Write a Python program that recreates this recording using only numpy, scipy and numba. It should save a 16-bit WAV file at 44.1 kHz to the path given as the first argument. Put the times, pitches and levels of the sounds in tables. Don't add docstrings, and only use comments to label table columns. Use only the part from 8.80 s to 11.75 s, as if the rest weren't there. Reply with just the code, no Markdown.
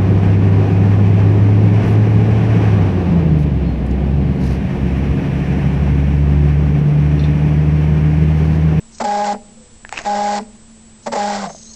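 import sys
import numpy as np
from scipy import signal
from scipy.fft import rfft, irfft
from scipy.io import wavfile
from numba import njit

SR = 44100
rng = np.random.default_rng(int(sys.argv[2]) if len(sys.argv) > 2 else 0)


def generate_wav(signal):
    frames = np.transpose(np.atleast_2d(signal))
    scaled = np.clip(frames, -1, 1) * 32767
    pcm = np.round(scaled).astype(np.int16)
    wavfile.write(sys.argv[1], SR, pcm)


N = 130095


def undb(db):
    return 10 ** (np.asarray(db) / 20)


def unit(x):
    return x / np.sqrt(np.mean(x ** 2) + 1e-18)


def clock():
    return np.arange(N) / SR


def noise():
    return rng.standard_normal(N)


def wander(rate):
    return unit(irfft(rfft(noise()) * np.exp(-(np.fft.rfftfreq(N, 1 / SR) / rate) ** 2), N))


def colour(x, points):
    hz, db = np.array(points).T
    curve_db = np.interp(np.log(np.fft.rfftfreq(N, 1 / SR) + 1), np.log(hz), db)
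    return unit(irfft(rfft(x) * undb(curve_db), N))


def resonate(x, hz, width_hz):
    return signal.lfilter(*signal.iirpeak(hz, hz / width_hz, fs=SR), x)


def gate(start, length, attack, decay):
    t = clock() - start
    return np.clip(t / attack + .5, 0, 1) * np.exp(-np.maximum(t - length, 0) / decay)


def contour(times, db, fade_s=0.0068):
    t = clock()
    outside_s = np.maximum(times[0] - t, 0) + np.maximum(t - times[-1], 0)
    return undb(np.interp(t, times, db)) * np.exp(-outside_s / fade_s)


def rough_tone(cycles, rough, rate):
    angle = 2 * np.pi * (cycles + rng.random())
    tone = np.sin(angle) * (np.sqrt(2) + rough * wander(rate))
    jitter = np.cos(angle) * rough * wander(rate)
    return (tone + jitter) / np.sqrt(1 + rough ** 2)


def glide(rows, rough, rate):
    times, hz, db = np.array(rows).T
    cycles = np.cumsum(np.interp(clock(), times, hz)) / SR
    return contour(times, db) * rough_tone(cycles, rough, rate)


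# f/Hz, level/dB, roughness
STEADY_TONES = [(222.8, -48, .7), (7180, -68, 0.1), (7230, -62, 0.2), (7882, -54, 0.2), (8097, -55, 0)]
# f/Hz, relative level/dB
HISS_COLOUR = [(20, -60.5), (40, -67), (100, -69.5), (200, -75.5), (700, -83.5), (1300, -88), (3000, -90),
               (6800, -90.5), (7500, -85), (8200, -89.5), (9000, -108)]
def background():
    hiss = undb(-45) * colour(noise(), HISS_COLOUR)
    return hiss + sum(undb(db) * rough_tone(hz * clock(), rough, rate=12)
                      for hz, db, rough in STEADY_TONES)


# t/s, length/s, hiss level/dB, whistle level/dB
SERVO_BURSTS = [(0.121, 0.067, -48, -65), (2.228, 0.036, -49, -65), (2.679, 0.44, -46.5, -44.5)]
# f/Hz, relative level/dB
SERVO_HISS = [(2500, -29), (3500, -12), (4200, -3), (4650, -8), (5150, 0.5), (5500, -1.5), (6400, 2),
              (7200, -4.5), (8500, -25.5)]
# t/s, f/Hz, level/dB
SERVO_SQUEAL = [(2.86, 3890, -55), (2.9, 4270, -48), (2.95, 4310, -57)]
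def servo(whistle_hz=6420, width_hz=320, flicker_db=3.7):
    hiss = colour(noise(), SERVO_HISS) * undb(flicker_db * wander(90))
    whistle = unit(resonate(resonate(noise(), whistle_hz, width_hz), whistle_hz, width_hz))
    out = glide(SERVO_SQUEAL, rough=1.2, rate=110)
    for start, length, hiss_db, whistle_db in SERVO_BURSTS:
        burst = gate(start, length, attack=0.015, decay=0.012)
        out += burst * (undb(hiss_db) * hiss + undb(whistle_db) * whistle)
    return out


# f/Hz, width/Hz, level/dB
FRAME_RINGS = [(234, 12, 1), (494, 27, -3.5), (514, 31, -4), (573, 30, 6.5), (660, 64, 5.5), (779, 49, 5),
               (862, 46, 4.5), (945, 23, -22.5), (1790, 460, -23)]
def frame(x):
    rings = sum(undb(db) * resonate(x, hz, width) for hz, width, db in FRAME_RINGS)
    return signal.sosfilt(signal.butter(2, [170, 2300], 'band', fs=SR, output='sos'), rings)


# t/s, level/dB, ring f/Hz, ring decay/s, relative snap level/dB
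PART_CLICKS = [(0.184, -27, 6960, 0.0013, -4.5), (0.2416, -18, 7600, 0.0006, -4),
               (0.2474, -23.5, 7400, 0.00092, 0), (0.4443, -22, 2180, 0.0005, 11.5),
               (1.0495, -15.5, 1710, 0.0014, -22.5), (1.092, -25, 1463, 0.0015, 7),
               (1.1252, -14.5, 7400, 0.00063, 2), (1.1255, -14.5, 803, 0.0029, -5),
               (1.1605, -19, 2500, 0.0012, -8), (1.1726, -16.5, 2480, 0.0025, -9),
               (1.177, -6, 2610, 0.0017, 1.5), (1.189, -13, 1826, 0.0022, 4.5),
               (1.2092, -26.5, 680, 0.0058, -3), (1.217, -26.5, 6600, 0.0017, -7),
               (1.6297, -41, 916, 0.0022, 9.5), (2.748, -26, 654, 0.0031, -15.5)]
# multiple of its ring pitch, relative level/dB
PART_RINGS = [(0.619, -11), (0.999, 0), (1.15, -24.5), (1.45, -19)]
# f/Hz, relative level/dB
PART_SNAP = [(350, 1), (750, 10.5), (1200, 0.5), (2600, 11), (3500, -9.5), (6400, -4), (7500, -5.5)]
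def clicks(snap_s=0.0011, contact_cycles=0.24):
    out, crack = np.zeros(N), colour(noise(), PART_SNAP)
    for start, db, hz, decay, snap_db in PART_CLICKS:
        age = clock() - start
        live = (age > 0) & (age < .1)
        age = age[live]
        snap = .5 * crack[live] * np.exp(-age / snap_s)
        tones = sum(undb(level) * np.sin(2 * np.pi * hz * ratio * age) for ratio, level in PART_RINGS)
        rise = 1 - np.exp(-age * hz / contact_cycles)
        out[live] += undb(db) * (rise * tones * np.exp(-age / decay) + undb(snap_db) * snap)
    return out + undb(-13.5) * frame(out)


def teeth(knocks_per_s=1100):
    return (rng.random(N) < knocks_per_s / SR) * rng.choice([-1, 1], N) * (1 + rng.random(N))


# t/s, length/s, level/dB, relative rasp level/dB
GEAR_JOLTS = [(0.202, 0.015, -16.5, -9), (0.24, 0.0095, -20.5, -11), (0.454, 0.024, -25, -9),
              (0.532, 0.016, -28, -24.5), (1.249, 0.011, -25.5, -30), (1.586, 0.011, -28, -32),
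              (2.264, 0.011, -17.5, -10.5), (2.321, 0.014, -16.5, -7.5), (2.351, 0.011, -16.5, -11.5),
              (2.56, 0.099, -31, -27), (2.691, 0.013, -31, -11)]
# f/Hz, relative level/dB
RASP_COLOUR = [(400, -6.5), (1400, -6), (2000, 8.5), (2600, -7), (3700, -5), (5000, -2), (6400, -6),
               (7400, -2), (9000, -16.5)]
def jolts():
    out, knocks = np.zeros(N), teeth()
    rasp = colour(noise() + unit(knocks), RASP_COLOUR)
    for start, length, db, rasp_db in GEAR_JOLTS:
        push = gate(start, length, attack=.009, decay=0.0074)
        body = unit(frame(push * knocks)) * np.sqrt(np.mean(push ** 2))
        out += undb(db) * (body + undb(rasp_db) * push * rasp)
    return out


# t/s, level/dB, relative level/dB of the higher tone
LOW_PULSES = [(.208, -19.5, -11), (0.23, -22, -20), (.536, -33.5, 10), (0.545, -26, -21.5),
              (.69, -38.5, -29), (1.599, -32, 6.5), (1.613, -29.5, -15), (2.271, -20.5, -16),
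              (2.304, -24, -29), (2.329, -22.5, -4)]
def low_pulses(low_hz=230.7, high_hz=427.6, rise_s=0.0025, low_decay_s=0.026, high_decay_s=0.021):
    t, out = clock(), np.zeros(N)
    for start, db, high_db in LOW_PULSES:
        age = np.maximum(t - start, 0)
        low = np.sin(2 * np.pi * low_hz * t) * np.exp(-age / low_decay_s)
        high = np.sin(2 * np.pi * high_hz * age) * np.exp(-age / high_decay_s)
        out += undb(db) * (1 - np.exp(-age / rise_s)) * (low + undb(high_db) * high)
    return out


# t/s, f/Hz of the loudest tone, buzz level/dB, grinding level/dB
READ_TRIES = [
    [(.251, 835, -18.5, -30.5), (.262, 821, -15.5, -36), (.33, 821.5, -15.5, -32), (.43, 826, -14, -34.5),
     (.463, 818, -21, -33), (.49, 820, -16, -33.5), (.527, 822, -16, -32.5), (.54, 815, -48, -47),
     (.553, 816, -35, -67)],
    [(1.252, 826, -37, -37), (1.26, 822, -20.5, -33.5), (1.282, 821.5, -16, -34), (1.5, 822, -17.5, -32.5),
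     (1.586, 821, -19.5, -30.5), (1.598, 822, -33, -56), (1.612, 824, -40, -48)],
    [(2.355, 822, -30, -40), (2.38, 821, -16.5, -31.5), (2.47, 821.6, -18.5, -32.5),
     (2.555, 811, -23, -30.5), (2.585, 810, -30, -35.5), (2.635, 792, -32, -36), (2.66, 720, -47, -38),
     (2.672, 640, -54, -42)],
]
# multiple of the motor's cycle rate, relative level/dB, roughness
BUZZ_TONES = [(2, -16.5, 0.21), (3, -9.5, 0.47), (4, 0.5, 0.3), (5, -22, 0.8), (6, -25, 0.4), (8, -23.5, 0),
              (9, -32.5, 0.4), (10, -30.5, 0.8)]
# f/Hz, relative level/dB
GRIND_COLOUR = [(300, -22.5), (800, 14.5), (1020, 4.5), (1360, -1), (1520, 9), (1750, -5), (1900, 5.5),
                (2150, -1), (2650, -5), (3700, -3), (4400, -1), (5400, -1), (6300, -5.5), (7300, -1.5),
                (8100, -9), (9000, -20)]
def motor(loudest_multiple=4, speed_wobble=0.00393, thrum_lag_s=0.0056):
    tries = [np.array(rows).T for rows in READ_TRIES]
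    times, pitch = np.hstack(tries)[:2]
    hz = np.interp(clock(), times, pitch) * (1 + speed_wobble * wander(52))
    cycles = np.cumsum(hz) / SR / loudest_multiple
    drive = sum(contour(t, db) for t, _, db, _ in tries)
    load = sum(contour(t, db) for t, _, _, db in tries)
    turning = sum(gate(t[0] + thrum_lag_s, t[-2] - t[0] - thrum_lag_s, attack=0.016, decay=0.02)
                  for t, _, _, _ in tries)
    buzz = sum(undb(db) * rough_tone(k * cycles, rough, rate=48.7) for k, db, rough in BUZZ_TONES)
    thrum = undb(-30) * rough_tone(cycles, rough=0.13, rate=160)
    pulsing = 1 + 0.28 * np.cos(2 * np.pi * cycles)
    flicker = undb(wander(190))
    grind = undb(5) * pulsing * flicker * colour(noise(), GRIND_COLOUR)
    chatter = undb(-1.5) * unit(frame(teeth()))
    return drive * buzz + turning * thrum + load * (grind + chatter)


# t/s, f/Hz, level/dB
DISC_WHIRR = [(.7, 557, -73), (0.781, 509, -52.5), (.93, 474, -59)]
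def coast():
    return glide(DISC_WHIRR, rough=0.5, rate=44)


# t/s, level/dB
SCRAPE_LEVELS = [(1.121, -40), (1.137, -34), (1.155, -34), (1.175, -27), (1.2, -30), (1.225, -43),
                 (1.24, -36.5), (1.255, -36)]
# f/Hz, relative level/dB
SCRAPE_TONE = [(25, 9.5), (70, 5), (150, -1), (350, -1), (850, 1), (1200, -0.5), (2600, 1.5), (3300, -9.5),
               (7000, -7), (9000, -38)]
def scrape(flicker_db=3.5):
    grit = noise() * undb(flicker_db * wander(400))
    return contour(*np.array(SCRAPE_LEVELS).T) * colour(grit, SCRAPE_TONE)


# t/s, f/Hz, level/dB
GEAR_WHINE = [(2.52, 1530, -45), (2.58, 1418, -41), (2.635, 1142, -39)]
def run_down():
    return glide(GEAR_WHINE, rough=1.0, rate=130)


# t/s, length/s, f/Hz, level/dB
GEAR_GROANS = [(2.61, 0.05, 828, -33), (2.623, .035, 1040, -31.5), (2.666, 0.016, 693.4, -27),
               (2.689, 0.017, 665, -35)]
def groans():
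    out = np.zeros(N)
    for start, length, hz, db in GEAR_GROANS:
        rub = gate(start, length, attack=.009, decay=0.0082)
        out += undb(db) * rub * rough_tone(hz * clock(), rough=0.56, rate=220)
    return out


# f/Hz, fade time/s (to fall by 60 dB), level/dB
ROOM_ECHO = [(184, 0.67, -31.5), (498, 0.54, -35), (910, 0.34, -39.5), (1980, .22, -28), (5050, 0.2, -25.5)]
def room(x, delay_s=.008):
    t, echo = clock(), np.zeros(N)
    for hz, fade_s, db in ROOM_ECHO:
        band = resonate(resonate(noise(), hz, hz * 0.5), hz, hz * 0.5)
        tail = band * np.exp(-np.log(1000) * t / fade_s) * (t > delay_s)
        echo += undb(db) * unit(tail) / np.sqrt(N)
    return x + signal.fftconvolve(x, echo)[:N]


def scene():
    drive = servo() + clicks() + jolts() + low_pulses() + motor()
    drive += coast() + scrape() + run_down() + groans()
    return (background() + room(drive))[None]


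@njit
def follow(x, rise_s, fall_s):
    out, level = np.empty(len(x)), 0.
    for i in range(len(x)):
        level += (x[i] - level) / (SR * (rise_s if x[i] > level else fall_s))
        out[i] = level
    return out


def record(dry, limit=0.19, ratio=8.6, ceiling=0.34):
    peak = follow(np.abs(dry[0]), rise_s=.002, fall_s=0.0098)
    held = dry * (limit / np.maximum(peak, limit)) ** (1 - 1 / ratio)
    rounded = held / (1 + (held / ceiling) ** 4) ** .25
    dulled = signal.sosfilt(signal.butter(20, 8300, fs=SR, output='sos'), rounded)
    return signal.sosfilt(signal.ellip(10, .2, 80, 8900, fs=SR, output='sos'), dulled)


dry = scene()
out = record(dry)
generate_wav(out)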